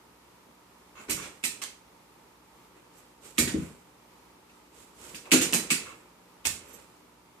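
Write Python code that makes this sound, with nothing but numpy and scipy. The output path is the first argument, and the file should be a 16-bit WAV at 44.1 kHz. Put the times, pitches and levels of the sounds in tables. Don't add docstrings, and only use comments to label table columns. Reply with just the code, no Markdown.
import sys
import numpy as np
from scipy import signal
from scipy.fft import rfft, irfft, next_fast_len
from scipy.io import wavfile
from scipy.ndimage import map_coordinates

SR = 44100
rng = np.random.default_rng(int(sys.argv[2]) if len(sys.argv) > 2 else 0)


def generate_wav(signal):
    frames = np.transpose(np.atleast_2d(signal))
    scaled = np.clip(frames, -1, 1) * 32767
    pcm = np.round(scaled).astype(np.int16)
    wavfile.write(sys.argv[1], SR, pcm)


N = 326340
T = np.arange(int(.7 * SR)) / SR

# (frequency [Hz], relative level [dB per Hz])
FAN_COLOUR = [(25, -27), (50, -6), (90, -9.5), (180, -5.5), (450, -3.5), (680, -8), (820, -5), (915, 0.5),
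              (1040, -5.5), (1270, -6), (1550, -13), (2300, -12), (3200, -16), (7500, -20), (14500, -23)]
# (frequency [Hz], left over right [dB])
FAN_LEAN = [(380, 5.5), (700, -7.5), (1300, -7), (2400, 1), (4400, 4), (8000, 0)]
# (frequency [Hz], level [dB rms])
HUM_PARTIALS = [(60, -76), (120, -77.5), (180, -72), (240, -75), (299, -72), (360, -75.5)]
# (time [s], relative level [dB], centre [Hz], deep push over knock [dB])
THUMPS = [(0.463, -54, 376, -21), (1.087, -35.5, 350, -7), (1.11, -38.5, 372, -24),
          (1.272, -48.5, 540, -24), (1.436, -41.5, 282, -20), (3.384, -23, 318, -11.5),
          (3.474, -32.5, 294, -9.5), (3.541, -22, 270, -13), (3.557, -32, 258, -21), (3.622, -43, 262, -25),
          (5.135, -48, 226, -18.5), (5.32, -20, 266, -46.5), (5.335, -16, 350, -28.5),
          (5.417, -30, 365, -22.5), (5.525, -30.5, 263, -31), (5.541, -26, 255, -34),
          (5.711, -29, 238, -28), (6.453, -43, 312, 1.5)]
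# (frequency [Hz], relative level [dB], t60 [s])
BOARDS = [(140.5, -1, 0.17), (171.3, 2, 0.16), (231.4, 4, 0.15), (259.6, -1, 0.27), (316, 3, 0.2),
          (361, -5, 0.15), (382.5, -5.5, 0.26), (413, -3.5, 0.12), (452, -3, 0.1)]
# (frequency [Hz], relative level [dB per Hz])
FLOOR_PUSH = [(40, -17.5), (78, -7), (120, -13), (300, -82)]
# (start [s], swell [s], level [dB], hiss over body [dB])
RUBS = [(.945, 0.077, -53, -4.5), (1.136, 0.069, -48, -1), (2.725, 0.047, -57.5, -11), (2.9, 0.082, -62, 1),
        (3.197, 0.07, -53.5, 3), (3.5, 0.13, -51, -1), (4.48, 0.1, -67, -1), (4.69, .11, -58, 2.5),
        (4.9, 0.2, -51, 2), (5.19, 0.08, -57.5, -5), (5.8, 0.09, -54, -1.5), (6.57, 0.18, -53.5, -0.5)]
# (frequency [Hz], relative level [dB per Hz])
RUB_HISS = [(1500, -28.5), (3000, -10), (4800, -12), (6200, -10.5), (7700, -4), (9000, -9), (14500, -19)]
# (frequency [Hz], relative level [dB per Hz])
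RUB_BODY = [(100, -1), (280, 2.5), (470, 6.5), (700, -4), (1250, -1.5), (1800, -6.5), (2500, -3),
            (3600, -15.5), (8000, -37)]
# (start [s], length [s], level [dB], squeak over scrape [dB])
DRAGS = [(0.951, 0.12, -48.5, -11.5), (1.164, 0.078, -44.5, -6), (5.846, 0.13, -47, -16)]
# (frequency [Hz], width [Hz], relative level [dB])
CLAW_PEAKS = [(1100, 170, -1.5), (1320, 530, -4), (2200, 200, -4), (2650, 160, -2), (2400, 4100, -14.5)]
# (frequency [Hz], width [Hz], relative level [dB])
SQUEAK_PEAKS = [(6700, 570, -2)]
# (time [s], relative level [dB], relative bar ring [dB], ring centre [Hz],
# brightness [dB per octave], chatter time [s])
CLINKS = [(1.084, -40, -5, 2360, -9.5, 0.0046), (1.0952, -24, -3.5, 2390, 1.5, 0.011),
          (1.215, -38, -0.5, 2300, -5.5, 0.027), (1.438, -24, 2, 2460, 1, 0.003),
          (1.6174, -32, -5.5, 2690, -2, 0.0025), (3.3816, -18, 1, 1980, 1, 0.0038),
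          (3.476, -32.5, 3.5, 1870, -4, 0.0047), (4.496, -61.5, 7, 2500, -5, 0.0041),
          (5.146, -38.5, 1, 2470, 0, 0.0012), (5.255, -46, 3, 2380, -22.5, 0.012),
          (5.3168, -14, 3, 2560, -1.4, 0.0095), (5.412, -21.5, -3, 2710, 0, 0.0022),
          (5.5254, -30, -20.5, 2600, -7.5, 0.00077), (5.5321, -19, 0, 2530, 2, .0055),
          (5.7036, -19.7, 3, 2480, -0.5, 0.0037), (6.4526, -22.5, 0, 2670, 0.5, 0.0044)]
# (frequency [Hz], width [Hz], relative level [dB])
BARS = [(1910, 59, -6.5), (2213, 68, 2), (2376, 37, 0), (2546, 53, -0.5), (2650, 90, 1.5),
        (2960, 1300, -2.5), (3475, 60, -6.5), (8000, 400, -14)]
FRAME_MODES = [4080, 4880, 5970, 6730, 7120, 8200, 8360, 9100, 11100]
# (frequency [Hz], relative level [dB per Hz])
CRACK_COLOUR = [(80, -72), (220, -8), (750, -11.5), (1300, -7.5), (1900, -1.5), (2800, -0.5), (3700, -1.5),
                (5400, -1), (6800, 3.5), (8200, 4.5), (10200, -1.5), (14500, -6)]
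# (time [s], relative level [dB], pitch [Hz])
CLICKS = [(1.11, -5.5, 9000), (1.4393, -23, 2460), (1.4532, -8, 7550), (1.622, -27, 2800),
          (1.639, -14, 7500), (3.399, -26, 2100), (5.5262, -7.5, 7600), (5.532, -14, 2860),
          (5.547, -4, 7600), (5.7087, -19, 2570), (6.4523, -18.5, 2580), (6.471, -5, 6600)]
# (time [s], level [dB])
TINKLES = [(2.972, -62), (6.676, -59.5), (6.729, -52)]
# (frequency [Hz], width [Hz], relative level [dB])
BUCKLE_PEAKS = [(6100, 400, -1), (7640, 500, 0), (12100, 1800, -2)]
# (frequency [Hz], t60 [s])
ROOM_DECAY = [(100, 0.48), (300, 0.39), (3500, 0.36), (8500, 0.32), (14000, 0.24)]
# (delay [s], relative strength)
WALLS = [(.0058, 0.45), (.0095, 0.32), (0.0144, 0.4), (0.019, .45), (.029, 0.072)]
# (frequency [Hz], left-right likeness [-1 to 1])
LIKENESS = [(130, 0.93), (290, 0.9), (640, 0.28), (1400, 0.45), (2600, -0.19), (5000, 0.019)]
# (frequency [Hz], left over right [dB])
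CAGE_LEAN = [(380, 1.5), (700, -5.5), (1300, -8.5), (2400, -0.5), (4400, -0.5), (8100, -16), (15000, -39)]

FAN_DB, FAN_SWING_DB = -58, 0.8
SLAP_DB = -6
SETTLE_S, SETTLE_HZ, SETTLE_OVER_PUSH_DB, SETTLE_LIMIT_DB, SETTLE_PUSH_DB = 0.04, 155, 10, -5.5, -15.5
RUB_FADE_DB_PER_S = 86
HARD_DB = -26
TOUCH_S, TOUCH_DB = .008, -24
RUSTLE_DB, RUSTLE_HISS_DB, RUSTLE_SWELL_S, RUSTLE_FADE_DB_PER_S = -30.5, -18, 0.13, 62
PING_HZ, PING_OCTAVES, PING_WAIT_S, PING_T60_S = 2593, .8, .022, 0.095
PING_DB = -17.02
CLICK_CYCLES = 2.3
LOW_HZ, TOP_HZ = 47.6, 14700


def amp(db):
    return 10 ** (np.asarray(db) / 20)


def unit(x):
    return x / np.sqrt(np.mean(x ** 2, axis=-1, keepdims=True) + 1e-20)


def burst(x):
    return unit(x) * np.sqrt(SR / 20 / x.shape[-1])


def along(points, hz):
    f, v = np.transpose(points)
    return np.interp(np.log(hz + 1), np.log(f + 1), v)


def wobble(rate):
    knots = rng.standard_normal(int(N * rate / SR) + 4)
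    return map_coordinates(knots, [np.arange(N) * rate / SR])


def filtered(x, response):
    n = x.shape[-1]
    m = next_fast_len(n + SR // 10, True)
    return irfft(rfft(x, m) * response(np.fft.rfftfreq(m, 1 / SR)), m)[..., :n]


def causal(x, level, size=2048):
    cepstrum = irfft(np.log(amp(level(np.fft.rfftfreq(size, 1 / SR)))))
    fold = 1 + np.sign(size // 2 - np.arange(size))
    fold[0] = 1
    impulse = irfft(np.exp(rfft(cepstrum * fold)))
    return signal.fftconvolve(x, impulse[None], axes=1)[:, :x.shape[1]]


def ports(pair, lean):
    turn = lambda hz: np.arccos(np.clip(along(LIKENESS, hz), -1, 1)) / 2
    mid, side = filtered(pair, lambda hz: np.array([np.cos(turn(hz)), np.sin(turn(hz))]))
    tilt = lambda hz: np.arctan(amp(along(lean, hz)))
    gains = lambda hz: np.sqrt(2) * np.array([np.sin(tilt(hz)), np.cos(tilt(hz))])
    return filtered(np.array([mid + side, mid - side]), gains)


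def rush(spectrum):
    return unit(filtered(rng.standard_normal((2, N)), lambda hz: amp(along(spectrum, hz))))


def peaks_db(peaks, hz):
    power = sum(amp(db) ** 2 / (1 + ((hz - f) / (width / 2)) ** 2) ** 2 for f, width, db in peaks)
    return 10 * np.log10(power + 1e-9)


def add(track, s, x):
    part = track[:, round(s * SR):][:, :x.shape[1]]
    part += x[:, :part.shape[1]]


def tail():
    hz, t, bands = signal.stft(rng.standard_normal((2, len(T))), SR, nperseg=256)
    fade = amp(-60 * t / along(ROOM_DECAY, hz)[:, None])
    return burst(signal.istft(bands * fade, SR, nperseg=256)[1][:, :len(T)])


def in_room(power, wet_db, walls_db):
    echoes = sum(strength ** 2 * np.pad(power, (int(delay * SR), 0))[:len(T)] for delay, strength in WALLS)
    early = power + amp(walls_db) ** 2 * echoes
    build = np.cumsum(early) / early.sum()
    direct = burst(np.sqrt(early) * rng.standard_normal((2, len(T))))
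    return direct + amp(wet_db) * burst(tail() * np.sqrt(build))


def fan():
    return amp(FAN_DB + FAN_SWING_DB * wobble(5.7)) * ports(rush(FAN_COLOUR), FAN_LEAN)


def hum():
    t = np.arange(N) / SR
    out = np.zeros(N)
    for hz, db in HUM_PARTIALS:
        level = np.sqrt(2) * amp(db + 0.85 * wobble(3.0))
        out += level * np.sin(2 * np.pi * (hz * t + rng.random()) + 0.5 * wobble(1.7))
    return out


def landings():
    settles = [(s + SETTLE_S, db + min(deep_db + SETTLE_OVER_PUSH_DB, SETTLE_LIMIT_DB),
                SETTLE_HZ, SETTLE_PUSH_DB) for s, db, _, deep_db in THUMPS]
    return THUMPS + settles


def ring(modes, scatter_db):
    out = np.zeros((2, len(T)))
    for hz, db, t60 in modes:
        level = amp(db + scatter_db * rng.standard_normal() - 60 * T / t60)
        out += level * np.sin(2 * np.pi * (hz * T + rng.random((2, 1))))
    return out


def paws():
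    out = np.zeros((2, N))
    radiation = signal.butter(6, 135, "high", fs=SR, output="sos")
    for s, db, centre_hz, deep_db in landings():
        pad_db = lambda hz: -12 * np.log2((hz + 1) / centre_hz) ** 2
        boards = ring([(hz, level + pad_db(hz), t60) for hz, level, t60 in BOARDS], scatter_db=3.0)
        boom = causal(tail(), lambda hz: np.maximum(pad_db(hz), -80))
        slap = np.outer([1, 0], np.sin(2 * np.pi * centre_hz * T) * np.exp(-T / 0.0026))
        blow = burst(boards) + amp(-5.5) * burst(boom) + amp(SLAP_DB) * burst(slap)
        knock = signal.sosfilt(radiation, blow * (1 - np.exp(-T / 0.0017)))
        push_shape = np.exp(-T / 0.14) * (1 - np.exp(-T / 0.012))
        push = causal(tail() * push_shape, lambda hz: along(FLOOR_PUSH, hz))
        add(out, s, amp(db - 5.5) * (burst(knock) + amp(deep_db) * burst(push)))
    return out


def stroke(start, swell, fade_db_per_s):
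    t = np.arange(N) / SR - start
    rise = np.sin(np.pi / 2 * np.clip(t / swell, 0, 1)) ** 2
    return rise * amp(-fade_db_per_s * np.maximum(t - swell, 0))


def scuffs():
    moves = [(amp(db) * stroke(s, swell, RUB_FADE_DB_PER_S), hiss_db) for s, swell, db, hiss_db in RUBS]
    for s, db, *_ in CLINKS:
        if db > HARD_DB:
            rustle = amp(db + RUSTLE_DB) * stroke(s, RUSTLE_SWELL_S, RUSTLE_FADE_DB_PER_S)
            moves.append((rustle, RUSTLE_HISS_DB))
    body = np.sqrt(sum(gain ** 2 for gain, _ in moves))
    hiss = np.sqrt(sum((gain * amp(hiss_db)) ** 2 for gain, hiss_db in moves))
    grip = amp(.9 * wobble(30) + 1.2 * wobble(400))
    return grip * (hiss * rush(RUB_HISS) + body * rush(RUB_BODY))


def drags():
    scrape, squeak = np.zeros((2, N))
    for s, length, db, squeak_db in DRAGS:
        progress = np.clip((np.arange(N) / SR - s) / length, 0, 1)
        level = amp(db) * np.abs(np.sin(np.pi * progress ** 0.63))
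        scrape += level
        squeak += level * amp(squeak_db)
    rubbed = lambda peaks: unit(filtered(rng.standard_normal((2, N)), lambda hz: amp(peaks_db(peaks, hz))))
    catch = amp(1.2 * wobble(340))
    return catch * (scrape * rubbed(CLAW_PEAKS) + squeak * rubbed(SQUEAK_PEAKS))


def contacts():
    touches = [(s - TOUCH_S, db + TOUCH_DB, *colour) for s, db, *colour in CLINKS if db > HARD_DB]
    return CLINKS + touches


def chatter(life, rebound, crack_s, count=14):
    when = (np.arange(count) + rng.random(count)) * 3 * life / count
    strengths = rebound * rng.exponential(size=count) * np.exp(-when / life)
    hits = np.bincount((when * SR).astype(int), strengths, len(T))[:len(T)]
    hits[0] += 0.0031 / life
    power = signal.lfilter([1], [1, -np.exp(-1 / (crack_s * SR))], hits)
    return power / power.sum()


def ripple(spacing_hz):
    knots = rng.standard_normal(1024)
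    return lambda hz: map_coordinates(knots, [hz / spacing_hz], mode="mirror")


def frame_db(hz, width_hz, lift_db):
    return lift_db * sum(1 / (1 + ((hz - f) / (width_hz / 2)) ** 2) for f in FRAME_MODES)


def bars_db(hz, centre_hz, spread_db):
    weight = lambda f: spread_db * (np.exp(-(np.log2(f / centre_hz) / 0.27) ** 2) - 1)
    power = sum(amp(db + weight(f)) ** 2 / (1 + ((hz - f) / (width / 2)) ** 2) for f, width, db in BARS)
    return 10 * np.log10(power * (hz / (hz + 1000)) ** 4 + 1e-9)


def pings(count=20):
    wait, size = rng.exponential(size=(2, count, 1))
    hz = np.minimum(PING_HZ * 2 ** (PING_OCTAVES * rng.standard_normal((count, 1))), TOP_HZ)
    t = np.maximum(T[:len(T) // 2] - PING_WAIT_S * wait, 0)
    strength = np.sqrt(size) * np.exp(-wait / 2)
    wires = strength * amp(-60 * t / PING_T60_S) * np.sin(2 * np.pi * hz * t)
    return burst(rng.standard_normal((2, count)) @ wires)


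def cage():
    out = np.zeros((2, N))
    for s, db, ring_db, centre_hz, bright_db, life in contacts():
        spot = ripple(spacing_hz=117.56)
        modes_db = lambda hz: frame_db(hz, width_hz=55, lift_db=4.5) + 2.6 * spot(hz)
        tilt_db = lambda hz: bright_db * np.log2(np.maximum(hz, 1000) / 5000)
        crack_db = lambda hz: along(CRACK_COLOUR, hz) + modes_db(hz) + tilt_db(hz)
        power = chatter(life, rebound=0.37, crack_s=0.00049)
        bite = 1 - 0.69 * np.exp(-T / 0.002)
        crack = causal(in_room(power, wet_db=5.5, walls_db=3.0) * bite, crack_db)
        bars = causal(in_room(power, wet_db=-3.0, walls_db=-13.5),
                      lambda hz: bars_db(hz, centre_hz, spread_db=21.0))
        add(out, s, amp(db - 4.0) * (burst(crack) + amp(ring_db - 7.5) * burst(bars)))
        add(out, s, amp(db + PING_DB) * pings())
    return out


def clicks():
    out = np.zeros((2, N))
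    for s, db, hz in CLICKS:
        click = np.sin(2 * np.pi * hz * T) * np.exp(-hz * T / CLICK_CYCLES)
        add(out, s, amp(db) * np.outer([1, 0], click))
    return out


def buckle():
    out = np.zeros((2, N))
    for s, db in TINKLES:
        taps = in_room(chatter(life=.009, rebound=.2, crack_s=0.00054), wet_db=-13.0, walls_db=8)
        add(out, s, amp(db) * burst(causal(taps, lambda hz: peaks_db(BUCKLE_PEAKS, hz))))
    return out


def scene():
    action = paws() + scuffs() + drags() + cage() + clicks() + buckle()
    return ports(action, CAGE_LEAN) + fan() + hum()


def record(dry):
    thin = filtered(dry, lambda hz: 1 / np.sqrt(1 + (LOW_HZ / (hz + 1)) ** 10))
    return filtered(thin, lambda hz: np.clip((TOP_HZ - hz) / 200 + .5, 0, 1))


dry = scene()
out = record(dry)
generate_wav(out)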